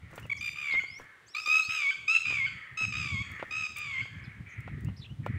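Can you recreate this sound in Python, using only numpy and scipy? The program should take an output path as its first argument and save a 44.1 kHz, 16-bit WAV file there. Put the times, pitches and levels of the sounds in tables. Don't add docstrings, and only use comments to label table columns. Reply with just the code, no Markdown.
import sys
import numpy as np
from scipy import signal
from scipy.fft import rfft, irfft, next_fast_len
from scipy.io import wavfile
from scipy.ndimage import uniform_filter1d, map_coordinates

SR = 44100
rng = np.random.default_rng(int(sys.argv[2]) if len(sys.argv) > 2 else 0)


def master_out(mix):
    frames = np.transpose(np.atleast_2d(mix))
    ceiling = np.clip(frames, -1, 1)
    pcm = np.round(ceiling * 32767).astype(np.int16)
    wavfile.write(sys.argv[1], SR, pcm)


N = 237344


def amp(db):
    return 10 ** (np.asarray(db) / 20)


def unit_rms(x):
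    return x / np.sqrt(np.mean(x ** 2) + 1e-20)


def along(points, hz):
    freq_hz, values = np.transpose(points)
    return np.interp(np.log(hz + 1), np.log(freq_hz + 1), values)


def span(start_s, end_s):
    return np.arange(round(start_s * SR), round(end_s * SR)) / SR


def gate(t, rise_s, fall_s):
    ramp = np.minimum((t - t[0]) / rise_s, (t[-1] - t) / fall_s)
    return np.sin(np.pi / 2 * np.clip(ramp, 0, 1)) ** 2


def arch(t, first, middle, last):
    u = np.linspace(-1, 1, len(t))
    return middle + (last - first) / 2 * u + ((first + last) / 2 - middle) * u ** 2


def add(track, start_s, sound):
    part = track[max(round(start_s * SR), 0):][:len(sound)]
    part += sound[:len(part)]


def wobble(knots_per_s, t):
    return map_coordinates(rng.standard_normal(4096), [(t - t[0]) * knots_per_s], mode="mirror")


def filtered(x, response):
    size = next_fast_len(len(x) + 8192)
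    return irfft(rfft(x, size) * response(np.fft.rfftfreq(size, 1 / SR)), size)[:len(x)]


def noise(spectrum):
    return unit_rms(filtered(rng.standard_normal(N), lambda hz: amp(along(spectrum, hz))))


def phase_of(hz):
    return 2 * np.pi * np.cumsum(hz) / SR


def scatter(x, t60_s):
    t = span(0, 1)
    copies = rng.standard_normal(len(t)) * amp(-60 * t / t60_s)
    return signal.fftconvolve(x, copies / np.linalg.norm(copies))[:N]


GUSTS = [(0.0, -48), (1.05, -59.5), (1.27, -74.5), (2.25, -56.5), (2.28, -44), (2.52, -47), (2.67, -64),
         (2.88, -36.5), (3.24, -42), (3.4, -52), (4.05, -48.5), (4.28, -39), (4.36, -47.5), (4.41, -45),
         (4.47, -53.5), (4.79, -32), (5.02, -44.5), (5.38, -36)]
BUFFETS = [(0.251, -34.5), (0.401, -39), (1.692, -45.5), (3.131, -50), (3.212, -31), (4.28, -37.5),
           (4.409, -32), (4.78, -33), (5.202, -33.5), (5.307, -28)]
RUMBLE_SPECTRUM = [(15, -54), (25, -48), (65, -4), (113, 1.5), (189, -8.5), (226, -14.5), (257, -15),
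                   (312, -22), (560, -41.5), (700, -42), (910, -54.5), (1540, -120)]


def wind(lump_db=4.5, gust_gain_db=-2, buffet_gain_db=-4, half_thump_s=0.009):
    t = np.arange(N) / SR
    lumps = unit_rms(amp(lump_db * wobble(30, t)))
    breeze = amp(np.interp(t, *np.transpose(GUSTS)) + gust_gain_db) * lumps
    thumps = sum(amp(level_db + buffet_gain_db) * np.exp(-((t - time_s) / half_thump_s) ** 2)
                 for time_s, level_db in BUFFETS)
    pressure = (breeze + thumps) * rng.standard_normal(N)
    return filtered(pressure, lambda hz: unit_rms(amp(along(RUMBLE_SPECTRUM, hz))))


AIR_SPECTRUM = [(100, -14), (400, 1.5), (700, -4), (1200, -1.5), (2100, -5), (3200, -5.5), (5000, -16.5),
                (9000, -19), (12000, -26), (15500, -27.5)]


def air(level_db=-65):
    return amp(level_db) * noise(AIR_SPECTRUM)


FAR_CALLS = [(0, 0.185, 2081, 1907, -52.5), (0.975, 1.141, 1840, 1507, -51),
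             (2.478, 2.697, 2127, 1720, -43.5), (3.224, 3.416, 2186, 1661, -40.5),
             (4.078, 4.287, 1722, 1636, -51), (4.139, 4.359, 2210, 1991, -49.5),
             (4.453, 4.6, 2095, 2053, -43.5), (4.615, 4.8, 1934, 1814, -51),
             (5.226, 5.406, 1876, 2067, -44.5)]


def far_birds(jitter=0.094, low_db=-13, high_db=-17, t60_s=0.96):
    out = np.zeros(N)
    for start_s, end_s, first_hz, last_hz, level_db in FAR_CALLS:
        t = span(start_s, end_s)
        phase = phase_of(np.linspace(first_hz, last_hz, len(t)) * (1 + jitter * wobble(800, t)))
        cry = np.sin(phase) + amp(low_db) * np.sin(phase * 2 / 3) + amp(high_db) * np.sin(phase * 4 / 3)
        add(out, start_s, amp(level_db) * gate(t, 0.0043, 0.08) * cry)
    return scatter(out, t60_s)


SCUFFS = [(0.102, 0.22, -56), (.72, 0.14, -53.5), (0.985, 0.11, -53.5), (2.287, 0.025, -45),
          (2.809, 0.086, -47), (3.295, 0.3, -59), (3.752, 0.033, -50.5)]
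GRIT_SPECTRUM = [(200, 11), (700, 0), (1500, 7), (3000, -17.5), (6000, -12.5), (15000, -25)]  # freq_hz, density_db


def scuffs(grain_db=5):
    force = np.zeros(N)
    for start_s, length_s, level_db in SCUFFS:
        t = span(start_s, start_s + length_s)
        grains = unit_rms(amp(grain_db * wobble(485, t)))
        add(force, start_s, amp(level_db) * gate(t, 0.0037, 0.099) * grains)
    return force * noise(GRIT_SPECTRUM)


STEM_SNAPS = [(0.1101, -54), (0.1553, -40), (0.163, -48.5), (0.1774, -46.5), (0.1966, -43), (0.2637, -49.5),
              (0.9864, -52.5), (3.315, -46.5), (3.766, -37), (3.783, -33.5), (3.792, -49.5),
              (4.6043, -52.5), (4.806, -54), (4.8464, -48), (5.262, -49)]
GRASS_SPECTRUM = [(1500, -10), (4000, -9.5), (8000, 1.5), (11000, -8.5), (15000, -0.5)]  # freq_hz, density_db


def grass(t60_s=0.033, grain_db=4, gain_db=-6):
    force, t = np.zeros(N), span(0, .06)
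    for start_s, level_db in STEM_SNAPS:
        crackle = amp(level_db + gain_db - 60 * t / t60_s + grain_db * wobble(800, t))
        add(force, start_s, gate(t, 0.0023, .01) * crackle)
    return force * noise(GRASS_SPECTRUM)


STONE_KNOCKS = [(0.13, -40.5, -19), (0.139, -39.5, -12), (0.178, -31.5, -2), (0.253, -39.5, -15.5),
                (0.739, -31.5, -19), (0.746, -40.5, 13), (0.837, -38, -3), (0.998, -36.5, -15),
                (1.475, -38, 1), (2.304, -37, 8), (2.324, -35, -2.5), (3.396, -38.5, 8), (3.426, -23, -13),
                (4.054, -41, 1.5), (4.677, -33.5, -9.5), (4.885, -39, -10), (5.263, -20, -17)]
STONE_MODES = [(370, 450, 3), (557, 217, 8.5), (767, 230, 4.5), (1046, 420, 2), (1410, 50, 5.5),
               (2380, 1000, -11.5), (2900, 250, -13)]


def stones(knock_lowpass_hz=4000, clack_gain_db=-4, clack_t60_s=0.11):
    def body(hz):
        modes = sum((-1) ** k * amp(gain_db) * 1j * hz * width_hz
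                    / (centre_hz ** 2 - hz ** 2 + 1j * hz * width_hz)
                    for k, (centre_hz, width_hz, gain_db) in enumerate(STONE_MODES))
        return modes / (1 + 1j * hz / knock_lowpass_hz) ** 2

    out, t = np.zeros(N), span(0, .1)
    clack_band = signal.butter(3, [1100, 2800], "band", fs=SR, output="sos")
    for start_s, knock_peak_db, clack_offset_db in STONE_KNOCKS:
        blow = signal.unit_impulse(len(t)) + .05 * rng.standard_normal(len(t)) * amp(-60 * t / .04)
        knock = filtered(blow, body)
        knock /= np.abs(knock).max()
        clack = signal.sosfilt(clack_band, rng.standard_normal(len(t))) * amp(-60 * t / clack_t60_s)
        clack *= amp(clack_offset_db + clack_gain_db) / np.abs(clack).max()
        add(out, start_s, amp(knock_peak_db) * (knock + clack))
    return out


CHIRPS = [(0.222, 0.26, 2390, 2970, 2400, .01, -51), (0.362, 0.408, 7440, 5300, 6300, 0.061, -52.5),
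          (0.704, 0.783, 3900, 3390, 2500, 0.14, -46.5), (0.789, 0.844, 6460, 6600, 7020, 0.032, -60),
          (.86, 0.989, 4360, 5100, 5900, 0.0074, -53.5), (1.263, 1.293, 5560, 6920, 7700, 0.043, -59.5),
          (1.278, 1.334, 4140, 5460, 5250, 0.0093, -57), (1.335, 1.454, 3780, 4770, 5560, 0.0082, -47),
          (1.612, 1.722, 3890, 4600, 5400, 0.014, -46), (4.235, 4.274, 5320, 4230, 3260, 0.084, -59),
          (4.485, 4.544, 7030, 6350, 6100, 0.061, -65.5), (4.855, 4.901, 2600, 2830, 2840, 0.036, -58.5),
          (4.961, 5.006, 3700, 5100, 3700, 0.075, -56.5), (5.011, 5.069, 4170, 3410, 3040, 0.085, -50),
          (5.089, 5.126, 2630, 2940, 2880, .02, -55.5)]


def small_birds(warble_per_s=110, jitter=0.45, octave_db=-27, scattered_db=-6):
    out = np.zeros(N)
    for start_s, end_s, first_hz, middle_hz, last_hz, warble_ratio, level_db in CHIRPS:
        t = span(start_s, end_s)
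        waver = warble_ratio * (wobble(warble_per_s, t) + jitter * wobble(905, t))
        phase = phase_of(arch(t, first_hz, middle_hz, last_hz) * (1 + waver))
        whistle = np.sin(phase) + amp(octave_db) * np.sin(2 * phase)
        add(out, start_s, amp(level_db) * gate(t, 0.0079, 0.0018) * whistle)
    return out + amp(scattered_db) * scatter(out, t60_s=.16)


# h2_first_db, h2_middle_db, h2_last_db, fundamental_db, overtones_db (h2: second harmonic)
SHORT_NOTES = [(0.296, 0.307, 1160, 1118, 1150, 61, 0, 0.02, -27, -28.5, -38.5, -51, -49.5),
               (0.312, 0.334, 1153, 1136, 1063, 60, 0, 0.08, -27, -28, -32, -53, -50),
               (.406, 0.494, 1189, 1199, 1175, 59.3, 0.92, 0.75, -36, -36, -29.5, -61, -45),
               (1.345, 1.403, 1166, 1236, 1304, 59.4, 0.82, 1, -34.5, -36, -38, -44, -43),
               (1.456, 1.609, 1202, 1271, 1289, 71.1, 1, 0.42, -36, -24, -32.5, -37, -37),
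               (2.077, 2.146, 1217, 1304, 1347, 67.2, 0.6, 0.4, -25.5, -25.5, -32.5, -41.5, -36),
               (2.145, 2.177, 1343, 1329, 1255, 70, 0.93, 0.63, -23.5, -22, -27, -43.5, -34.5),
               (2.77, 2.854, 1279, 1292, 1259, 65.6, 0.65, 0.64, -37, -32.5, -28, -45, -40.5),
               (3.506, 3.672, 1227, 1283, 1217, 70.3, 0.63, 0.9, -39, -35, -37.5, -48, -45)]


def yelps(hoarse_db=-19.5):
    for (start_s, end_s, first_hz, middle_hz, last_hz, throb_hz, throb_depth, roughness,
         *h2_db, fundamental_db, overtones_db) in SHORT_NOTES:
        t = span(start_s, end_s)
        yield (t, arch(t, first_hz, middle_hz, last_hz), throb_hz, throb_depth, roughness,
               arch(t, *h2_db), fundamental_db, overtones_db, hoarse_db)


# h2_first_db, h2_middle_db, h2_last_db, fundamental_db, overtones_db, loss_db_per_semitone
LONG_NOTES = [(.554, .797, 1231, 72.2, 0.76, 0.751, -43, -34, -25, -53.5, -49.5, 3.5),
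              (1.689, 1.908, 1297, 70, 0.51, 1.86, -34.5, -32.5, -23.5, -46.5, -39, 4),
              (2.249, 2.464, 1250, 67.2, 0.82, 2.42, -31.5, -32.5, -27.5, -50, -43.5, 5.5),
              (2.92, 3.225, 1268, 67.24, 0.88, 3.13, -36, -37.5, -36, -47, -42.5, 3.5),
              (3.758, 4.017, 1224, 71.65, 0.36, 4.21, -38.5, -39.5, -31.5, -51.5, -50, 3)]
WAIL_TUNE = [(0, -0.82), (.2, 0), (0.449, -1.04), (0.659, -2), (.83, -3), (0.999, -1.7)]


def wails(clearing_s=0.034, fundamental_db_per_semitone=1.2, hoarse_db=-14):
    for (start_s, end_s, top_hz, throb_hz, throb_depth, clear_at_s,
         *h2_db, fundamental_db, overtones_db, loss_db_per_semitone) in LONG_NOTES:
        t = span(start_s, end_s)
        tune = np.interp(np.linspace(0, 1, len(t)), *np.transpose(WAIL_TUNE))
        sag_semitones = uniform_filter1d(tune, size=len(t) // 10)
        roughness = np.clip((clear_at_s - t) / clearing_s, 0, 1)
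        yield (t, top_hz * 2 ** (sag_semitones / 12), throb_hz, throb_depth, roughness, arch(t, *h2_db),
               fundamental_db + fundamental_db_per_semitone * sag_semitones,
               overtones_db + loss_db_per_semitone * sag_semitones, hoarse_db)


THROAT_RESPONSE = [(3200, 4.5), (3800, -11.5), (4300, -10.5), (5000, -6.5), (5600, -25), (6400, -12.5),
                   (7600, -17), (8700, -31.5), (10200, -38), (11500, -36.5), (15000, -36)]
SYRINX_NOISE = [(600, -27), (1300, 12), (1900, 9.5), (2700, 21.5), (3400, 7), (4400, -22.5), (7800, -7.5),
                (9500, -23), (15000, -30.5)]
VOICE_TREBLE = [(.5, 7.5), (1.55, 2.5), (2.2, -4), (3, -6.5), (3.7, -5)]  # time_s, gain_db


def large_bird(swing=0.016, jitter=.011, throb_drift=0.035, rasp=0.091, flutter_db=2.0):
    out = np.zeros(N)
    hiss = noise(SYRINX_NOISE)
    for (t, pitch_hz, throb_hz, throb_depth, roughness,
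         h2_db, fundamental_db, overtones_db, hoarse_db) in [*yelps(), *wails()]:
        low_db, high_db = fundamental_db - h2_db, overtones_db - h2_db
        treble_db = np.interp(t, *np.transpose(VOICE_TREBLE))
        throb_phase = phase_of(throb_hz * (1 + throb_drift * wobble(60, t)))
        chop = throb_depth * np.sqrt(roughness)
        pulse = 1 - chop + chop * np.abs(np.sin(throb_phase / 2 + .2)) ** 1.6
        pulse /= np.sqrt((1 - chop / 2) ** 2 + chop ** 2 / 8)
        bend = swing * roughness * np.sin(throb_phase) + jitter * (.15 + roughness) * wobble(450, t)
        phase = phase_of(pitch_hz * (1 + bend))
        fundamental = amp(low_db) * np.sin(phase) / np.sqrt(pulse + 0.48)
        voice = np.sin(2 * phase) + fundamental
        for k in range(3, 13):
            treble_share = np.clip((k * pitch_hz - 7500) / 2500, 0, 1)
            partial_db = high_db + along(THROAT_RESPONSE, k * pitch_hz) + treble_db * treble_share
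            strength = amp(partial_db + flutter_db * wobble(130, t))
            partial = np.sin(k * phase + 0.14 * roughness * wobble(260, t))
            voice += strength * partial * (1 + 2 * rasp * wobble(1300, t))
        voice *= 1 + rasp * (0.063 + roughness) * wobble(1500, t)
        breath_gain = amp(hoarse_db + (high_db + 12) / 2) * (.2 + roughness)
        voice += breath_gain * hiss[round(t[0] * SR):][:len(t)]
        add(out, t[0], np.sqrt(2) * amp(h2_db) * pulse * voice * gate(t, 0.0061, 0.0014))
    return out


ROCK_REFLECTION = [(1200, -11.5), (2400, -13), (3700, -25), (5000, -7), (7500, -3), (10000, -3),
                   (15000, -9.5)]
WOODS_DECAY = [(300, .4), (1200, 0.93), (2300, 0.86), (5000, 0.54), (8000, 0.92), (14000, .4)]  # freq_hz, t60_s
WOODS_RESPONSE = [(300, -13), (1200, -10.5), (2300, -12.5), (3400, -1.5), (5000, -2.5), (7300, -4),
                  (10000, -6.5)]


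def hillside(x, ground_s=0.00232, ground_db=-17, rock_s=0.053, second_s=0.19, second_db=-9):
    def bounces(hz):
        delay = lambda delay_s: np.exp(-2j * np.pi * hz * delay_s)
        rock = amp(along(ROCK_REFLECTION, hz)) * (delay(rock_s) + amp(second_db) * delay(second_s))
        return rock + amp(ground_db) * delay(ground_s)

    hz, t, noise_bands = signal.stft(rng.standard_normal(2 * SR), SR, nperseg=256)
    build_up = (1 - np.exp(-t / 0.0073)) ** 2
    envelope = build_up * amp(-60 * t / along(WOODS_DECAY, hz)[:, None])
    band_energy = 2 * SR * np.mean(envelope ** 2, axis=1, keepdims=True)
    envelope *= amp(along(WOODS_RESPONSE, hz))[:, None] / np.sqrt(band_energy)
    tail = signal.istft(noise_bands * envelope, SR, nperseg=256)[1]
    return x + filtered(x, bounces) + signal.fftconvolve(x, tail)[:N]


VOICE_CRACKS = [(.797, 1477, -46), (1.907, 1536, -40), (2.461, 1523, -40), (4.014, 1557, -47)]  # start_s, pitch_hz, level_db


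def voice_cracks(length_s=0.031, jitter=0.038):
    out = np.zeros(N)
    for start_s, pitch_hz, level_db in VOICE_CRACKS:
        t = span(start_s, start_s + length_s)
        phase = phase_of(pitch_hz * (1 + jitter * wobble(760, t)))
        tone = np.sin(phase) + np.sin(2 * phase) + 0.36 * np.sin(3 * phase)
        add(out, start_s, amp(level_db) * gate(t, 0.0045, 0.01) * tone)
    return out


def scene():
    birds = hillside(large_bird() + voice_cracks()) + small_birds() + far_birds()
    footsteps = stones() + scuffs() + grass()
    return (birds + footsteps + wind() + air())[None]


def record(dry):
    cutoff_hz = 15720
    return np.array([filtered(channel, lambda hz: hz < cutoff_hz) for channel in dry])


dry = scene()
out = record(dry)
master_out(out)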